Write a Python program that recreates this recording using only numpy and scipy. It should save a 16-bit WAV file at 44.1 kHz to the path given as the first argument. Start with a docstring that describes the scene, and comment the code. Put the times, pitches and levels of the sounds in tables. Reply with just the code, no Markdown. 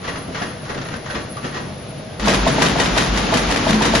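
"""Clattering cams, clinks and dull thuds over fan noise: a turret pick-and-place machine, from the front.
The turret indexes about three times a second, its parts hitting stops and ringing the steel, then rests.
At 2.2 s the listener is abruptly on the loud feeder side: levers knock, tape ratchets clack and
the carriage motor whirs, over the hum of the main drive and rushing air."""
import sys
import numpy as np
from scipy import signal
from scipy.fft import rfft, irfft
from scipy.io import wavfile
from scipy.ndimage import uniform_filter1d

SR = 44100
rng = np.random.default_rng(int(sys.argv[2]) if len(sys.argv) > 2 else 0)


def wav_out(sig):
    """Save sig, one row per channel (or a flat mono array), as 16-bit PCM at SR to the path in sys.argv[1]."""
    wavfile.write(sys.argv[1], SR, np.round(np.clip(np.atleast_2d(sig).T, -1, 1) * 32767).astype(np.int16))


N = 176400
TIME_S = np.arange(N) / SR
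CENTRE = np.array([[1], [0]])  # rows are mid, side until stereo()


def undb(db):
    """Decibels to gain."""
    return 10 ** (np.asarray(db) / 20)


def unit(x):
    """Scale to rms 1."""
    return x / np.sqrt(np.mean(x ** 2))


def drift(rate_hz):
    """Smooth random drift, spread near 1."""
    hold = int(SR / rate_hz)
    steps = np.repeat(rng.standard_normal(N // hold + 1), hold)
    return 1.35 * uniform_filter1d(uniform_filter1d(steps, hold), hold)[:N]


def on_bins(hz, values, size):
    """Interpolate onto FFT bins, log frequency axis."""
    return np.interp(np.log(np.arange(size // 2 + 1) * SR / size + 1), np.log(hz), values)


def convolve(x, response):
    """Apply an impulse response to each row."""
    return signal.fftconvolve(np.atleast_2d(x), response, axes=-1)[:, :N]


def colour(x, points, size=8192):
    """Minimum-phase filter of unit power through (f/Hz, level/dB) points."""
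    gain = unit(undb(on_bins(*np.array(points).T, size)))
    cepstrum = irfft(np.log(gain))
    cepstrum[1:size // 2] *= 2
    cepstrum[size // 2 + 1:] = 0
    return convolve(x, irfft(np.exp(rfft(cepstrum)))[None])


def decay(t60_s):
    """Exponential decay, 1 s long."""
    return np.exp(-np.log(1000) * TIME_S[:SR] / t60_s)


def add(out, x, start_s):
    """Mix x in at start_s."""
    i = int(max(start_s, 0) * SR)
    out[..., i:i + x.shape[-1]] += x[..., :max(N - i, 0)]


def rotor(hz, waver, flutter_db):
    """Centred tone of an unsteady rotating part."""
    phase = 2 * np.pi * np.cumsum(hz * (1 + waver * drift(25.19))) / SR
    return CENTRE * np.sqrt(2) * np.sin(phase) * undb(flutter_db * drift(22))


def air(spectrum):
    """Steady fan and air noise, slight flutter."""
    return colour(rng.standard_normal((2, N)), spectrum) * undb(.5 * drift(25))


def steel_modes(spread_db):
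    """Dense steel modes of unequal strength, 1 s long."""
    bands = np.repeat(rng.standard_normal(SR // 24), 24)[:SR // 2 + 1]
    strength = undb(spread_db * np.tanh(bands))
    return unit(irfft(rfft(rng.standard_normal((2, SR))) * strength))


def blows(table, attack_s, slide_db, crack_t60_s, tail_t60_s, modes_db, grain_db, lead_s=.04):
    """A part slides to its stop and hits: grainy crack, then housing modes shared by all blows."""
    out, housing = np.zeros((2, N)), steel_modes(modes_db)
    t = TIME_S[:SR] - lead_s
    after_s = np.maximum(t, 0)
    rise = 1 - np.exp(-after_s / attack_s)
    slide = undb(slide_db) * np.maximum(1 - np.abs(t) / lead_s, 0)
    crack, tail = (rise * np.exp(-np.log(1000) * after_s / t60) for t60 in (crack_t60_s, tail_t60_s))
    for start_s, db in table:
        grain = unit(undb(grain_db * drift(730)[:SR])) * rng.standard_normal((2, SR))
        steel = np.roll(housing, rng.integers(SR), axis=1)
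        add(out, undb(db) * (grain * (slide + crack) + steel * tail), start_s - lead_s)
    return out


def rattle(per_s, spread_db, t60_s):
    """Loose links and reels tick at random."""
    ticks = (rng.random(N) < per_s / SR) * undb(spread_db * np.minimum(rng.standard_normal(N), 2))
    power = np.abs(convolve(ticks ** 2, decay(t60_s)[None] ** 2))
    return unit(np.sqrt(power) * rng.standard_normal((2, N)))


# fan tones: f/Hz, rel. level/dB
FAN_TONES = [(134.6, -48), (489.9, -48.5), (624.5, -47)]
# front air spectrum, with a deep filter notch at 8.5 kHz: f/Hz, rel. level/dB
FRONT_AIR = [(25, -24), (60, -7), (140, 2), (370, -9.5), (620, -7), (950, -16), (5000, -25.5), (7000, -31),
             (8500, -103.5), (10800, -70)]

def fans():
    """Fans drone and move air."""
    tones = sum(undb(db) * rotor(hz, waver=.0141, flutter_db=3) for hz, db in FAN_TONES)
    return tones + undb(-31.5) * air(FRONT_AIR)


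def treble_hiss(centre_hz=10550, half_width_hz=520):
    """A narrow, faintly flickering high hiss."""
    lowpass = signal.butter(4, half_width_hz, fs=SR, output="sos")
    slow = signal.sosfilt(lowpass, rng.standard_normal((2, N)))
    phase = 2 * np.pi * centre_hz * TIME_S
    hiss = unit(slow[0] * np.sin(phase) + slow[1] * np.cos(phase))
    return CENTRE * hiss * undb(3 * drift(45))


# cam and nozzle strikes: t/s, rel. level/dB
CAM_HITS = [(.026, -29), (.075, -25), (.155, -29.5), (.345, -26), (.372, -27.5), (.417, -25), (.648, -34.5),
            (.693, -27.5), (.934, -31), (1.058, -32), (1.101, -28.5), (1.148, -24), (1.366, -34),
            (1.442, -26), (1.543, -28), (1.564, -28)]

def cams():
    """Turret cams and nozzles hit their stops."""
    return blows(CAM_HITS, attack_s=.0036, slide_db=-6, crack_t60_s=.11, tail_t60_s=.51,
                 modes_db=7.5, grain_db=-2)


# cover resonances: f/Hz, width/Hz, rel. 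level/dB
PANEL_MODES = [(1440, 350, -7.5), (1885, 134, 7), (2273, 36, -6)]

def panels(x, ring_db):
    """Sheet-steel covers add a metallic ring."""
    ringing = sum(undb(db) * signal.lfilter(*signal.iirpeak(hz, hz / width_hz, fs=SR), x)
                  for hz, width_hz, db in PANEL_MODES)
    return x + undb(ring_db) * ringing


# ringing turret parts: t/s, f/Hz, rel. level/dB
CLINKS = [(.077, 1944, -23), (.417, 718, -25), (.421, 1700, -24), (.697, 491, -26.5), (.724, 580, -27),
          (0.937, 1550, -29), (1.1, 1510, -25), (1.148, 3480, -37), (1.37, 1150, -24.5)]

def clinks(mode_ratio=1.052, t60_s=.15):
    """Each part rings a close pair of modes."""
    out = np.zeros((2, N))
    for start_s, hz, db in CLINKS:
        phase = 2 * np.pi * hz * TIME_S[:SR]
        offset = 2 * np.pi * rng.random((2, 2, 1))
        pair = np.sin(phase + offset[0]) + .5 * np.sin(phase * mode_ratio + offset[1])
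        add(out, undb(db) * pair * decay(t60_s), start_s)
    return out


# starts and stops: t/s, rel. level/dB
THUDS = [(.095, -29.5), (.17, -31), (.28, -27.5), (.417, -25.5), (.697, -30), (.76, -24.5), (.935, -28),
         (1.15, -22), (1.44, -24), (1.595, -26.5), (1.65, -29.5)]
# thud spectrum: f/Hz, rel. level/dB
THUD_SPECTRUM = [(35, -17), (70, -14), (150, -2.5), (330, -2), (600, -10.5), (2500, -44.5)]

def thuds():
    """Turret and board table start and stop with dull thuds."""
    jolts = blows(THUDS, attack_s=.004, slide_db=-7, crack_t60_s=.06, tail_t60_s=.45,
                  modes_db=2, grain_db=2)
    return colour(jolts, THUD_SPECTRUM)


def turret_swing(start_s=.745, end_s=.942, ramp_s=.04):
    """Nozzle heads rattle densely during one long swing."""
    turning = np.clip(np.minimum(TIME_S - start_s, end_s - TIME_S) / ramp_s + 1, 0, 1)
    return turning * rattle(per_s=320, spread_db=3, t60_s=.06)


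# clatter spectrum, with a deep filter notch at 8.5 kHz: f/Hz, rel. level/dB
TURRET_SPECTRUM = [(200, 4), (600, 3), (1400, 5), (1950, -1.5), (2600, -2), (5000, -6.5), (7000, -10),
                   (8500, -79), (10500, -26)]

def front():
    """The turret clatters, clinks and thuds over the fans."""
    clatter = colour(undb(-2) * cams() + undb(-33) * turret_swing(), TURRET_SPECTRUM)
    turret = panels(clatter, ring_db=-4) + clinks() + undb(-2) * thuds()
    return turret + fans() + undb(-45.5) * treble_hiss()


# feeder air spectrum, with a deep filter notch at 8.5 kHz: f/Hz, rel. level/dB
FEEDER_AIR = [(25, -55), (52, 3), (80, -4), (190, 5), (400, -3), (1200, -6), (4500, -15.5), (7000, -20),
              (8500, -121), (11000, -104.5)]

def feeder_air(start_s, full_s=2.28):
    """Air noise and hiss swell quickly, then hold."""
    swell = undb(np.interp(TIME_S, [start_s, full_s], [-8, 0]))
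    return swell * (undb(-19.5) * air(FEEDER_AIR) + undb(-41) * treble_hiss())


def drive_hum():
    """The main drive hums, slightly unsteady."""
    return rotor(hz=49.1, waver=.016, flutter_db=-6.5)


# ratchet and cutter strikes: t/s, rel. level/dB
CLACKS = [(2.196, -30.5), (2.255, -23.5), (2.281, -16.5), (2.475, -19), (2.62, -14.5), (2.799, -15.5),
          (2.976, -14.5), (3.174, -20.5), (3.338, -18), (3.371, -18.5), (3.82, -18.5), (3.852, -17.5),
          (3.95, -15.5)]

def clacks():
    """Feeder ratchets and tape cutter strike sharply."""
    return blows(CLACKS, attack_s=.00053, slide_db=-6.5, crack_t60_s=.066, tail_t60_s=.31,
                 modes_db=16, grain_db=-1.5)


# carriage moves: t/s, length/s, first f/Hz, last f/Hz, rel. level/dB
CARRIAGE_MOVES = [(2.212, 0.21, 208.6, 188.7, -24), (2.909, 0.41, 210.3, 189.3, -31.5),
                  (3.46, 0.23, 269.4, 317, -26.5), (3.665, 0.208, 226, 204.5, -23.5),
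                  (3.837, 0.16, 212, 238, -28)]

def carriage():
    """The carriage motor whirs in short gliding moves."""
    out = np.zeros((2, N))
    for start_s, length_s, first_hz, last_hz, db in CARRIAGE_MOVES:
        progress = np.clip((TIME_S - start_s) / length_s, 0, 1)
        arch = np.sqrt(4 * progress * (1 - progress))
        hz = first_hz + (last_hz - first_hz) * progress
        out += undb(db) * arch * rotor(hz, waver=.00824, flutter_db=3)
    return out


# feed levers hit their stops: t/s, rel. level/dB, f/Hz
KNOCKS = [(2.272, -8.5, 790), (2.463, -6, 680), (2.58, -9, 730), (2.616, -11.5, 1000), (2.755, -12, 720),
          (2.789, -16, 1020), (2.965, -11.5, 642), (3.323, -8.5, 720), (3.498, -14.5, 950),
          (3.665, -8, 740), (3.808, -9.5, 940), (3.845, -12.5, 900), (3.935, -7.5, 676)]
# lever modes: f/Hz, rel. level/dB, t60/s
LEVER_MODES = [(469, -9, 0.31), (668.4, -1.5, 0.059), (900, -0.5, 0.043), (1027, -9, 0.099)]

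def levers(detune=.025, focus_octaves=.3, travel_s=.012, echo_db=-8, echo_t60_s=.3):
    """Each lever rings the modes near its own pitch; the machine cavity echoes them."""
    out, mid_side = np.zeros((2, N)), np.array([[1], [.5]])
    top_hz = LEVER_MODES[-1][0]
    for start_s, db, pitch_hz in KNOCKS:
        for hz, mode_db, t60_s in LEVER_MODES:
            tuned_hz = hz * (1 + detune * rng.standard_normal())
            wave = np.sin(2 * np.pi * (tuned_hz * TIME_S[:SR] + rng.random((2, 1))))
            strength = undb(db + mode_db) / np.hypot(1, np.log2(hz / pitch_hz) / focus_octaves)
            envelope = decay(t60_s) - decay(.0041)
            lag_s = travel_s * (np.sqrt(top_hz / hz) - 1)  # low bending waves arrive later
            add(out, mid_side * strength * envelope * wave, start_s + lag_s)
    cavity = unit(rng.standard_normal((2, SR)) * decay(echo_t60_s)) / np.sqrt(SR)
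    return out + undb(echo_db) * convolve(out, cavity)


# frame spectrum: f/Hz, rel. level/dB
FRAME_SPECTRUM = [(40, -27.5), (120, -6.5), (200, -3.5), (320, -6), (450, -12), (2000, -46)]

def frame(lag_s=.004):
    """Each lever knock shakes the frame."""
    hits = [(start_s + lag_s, db) for start_s, db, _ in KNOCKS]
    shake = blows(hits, attack_s=.008, slide_db=-26, crack_t60_s=.1, tail_t60_s=.6,
                  modes_db=2, grain_db=2)
    return colour(shake, FRAME_SPECTRUM)


# tape advances: centre t/s, rel. level/dB
TAPE_FEEDS = [(2.325, -19), (2.675, -20.5), (2.855, -21.5), (3.03, -22.5), (3.18, -26), (3.37, -36),
              (3.538, -19), (3.71, -19.5), (3.86, -34), (3.99, -20)]

def ratchets(length_s=.096):
    """Tape advances tooth by tooth: short runs of ticks that swell and die."""
    advance = sum(undb(db) * np.exp(-(2 * (TIME_S - centre_s) / length_s) ** 2)
                  for centre_s, db in TAPE_FEEDS)
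    return advance * rattle(per_s=400, spread_db=3.5, t60_s=.018)


# clack and tick spectrum: f/Hz, rel. level/dB
CLACK_SPECTRUM = [(150, -8.5), (600, 4.5), (1950, -1), (2600, -1.5), (5000, -5.5), (7000, -10), (8500, -21),
                  (10500, -11.5)]

def feeders():
    """Ratchets clack and rattle, levers knock and shake the frame."""
    clatter = colour(clacks() + ratchets(), CLACK_SPECTRUM)
    return panels(clatter, ring_db=-11.5) + undb(3) * levers() + undb(-10.5) * frame()


# stereo image: f/Hz, side minus mid/dB, left minus right/dB
STEREO_IMAGE = [(100, -24, 1), (310, -8, 1.5), (1100, -1, -0.2), (2040, -4.5, 1), (3830, -4.5, 4.5),
                (6200, -1, 1.4), (10400, 2.5, 1)]

def stereo(mid_side):
    """Mid/side to left/right: narrow bass, wide treble, leaning slightly left."""
    hz, side_db, lean_db = np.array(STEREO_IMAGE).T
    width = undb(on_bins(hz, side_db, 2 * N))
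    lean = undb(on_bins(hz, lean_db, 2 * N) / 2)
    mid, side = rfft(mid_side, 2 * N)
    left, right = (mid + width * side) * lean, (mid - width * side) / lean
    return irfft(np.array([left, right]) / np.hypot(1, width))[:, :N]


def scene():
    """The front of the machine, then its feeder side."""
    switch_s, crossfade_s = 2.195, .0013
    blend = np.clip((TIME_S - switch_s) / crossfade_s, 0, 1)
    front_side = front()
    feeder_side = feeder_air(switch_s) + undb(-32.5) * drive_hum() + carriage() + feeders()
    return stereo((1 - blend) * front_side + blend * feeder_side)


def record(dry):
    """Soft-clip the peaks, low-pass at 10850 Hz."""
    lowpass = signal.ellip(8, .2, 80, 10850, fs=SR, output="sos")
    return signal.sosfilt(lowpass, 1.3 * np.tanh(dry / 1.3))


dry = scene()
out = record(dry)
wav_out(out)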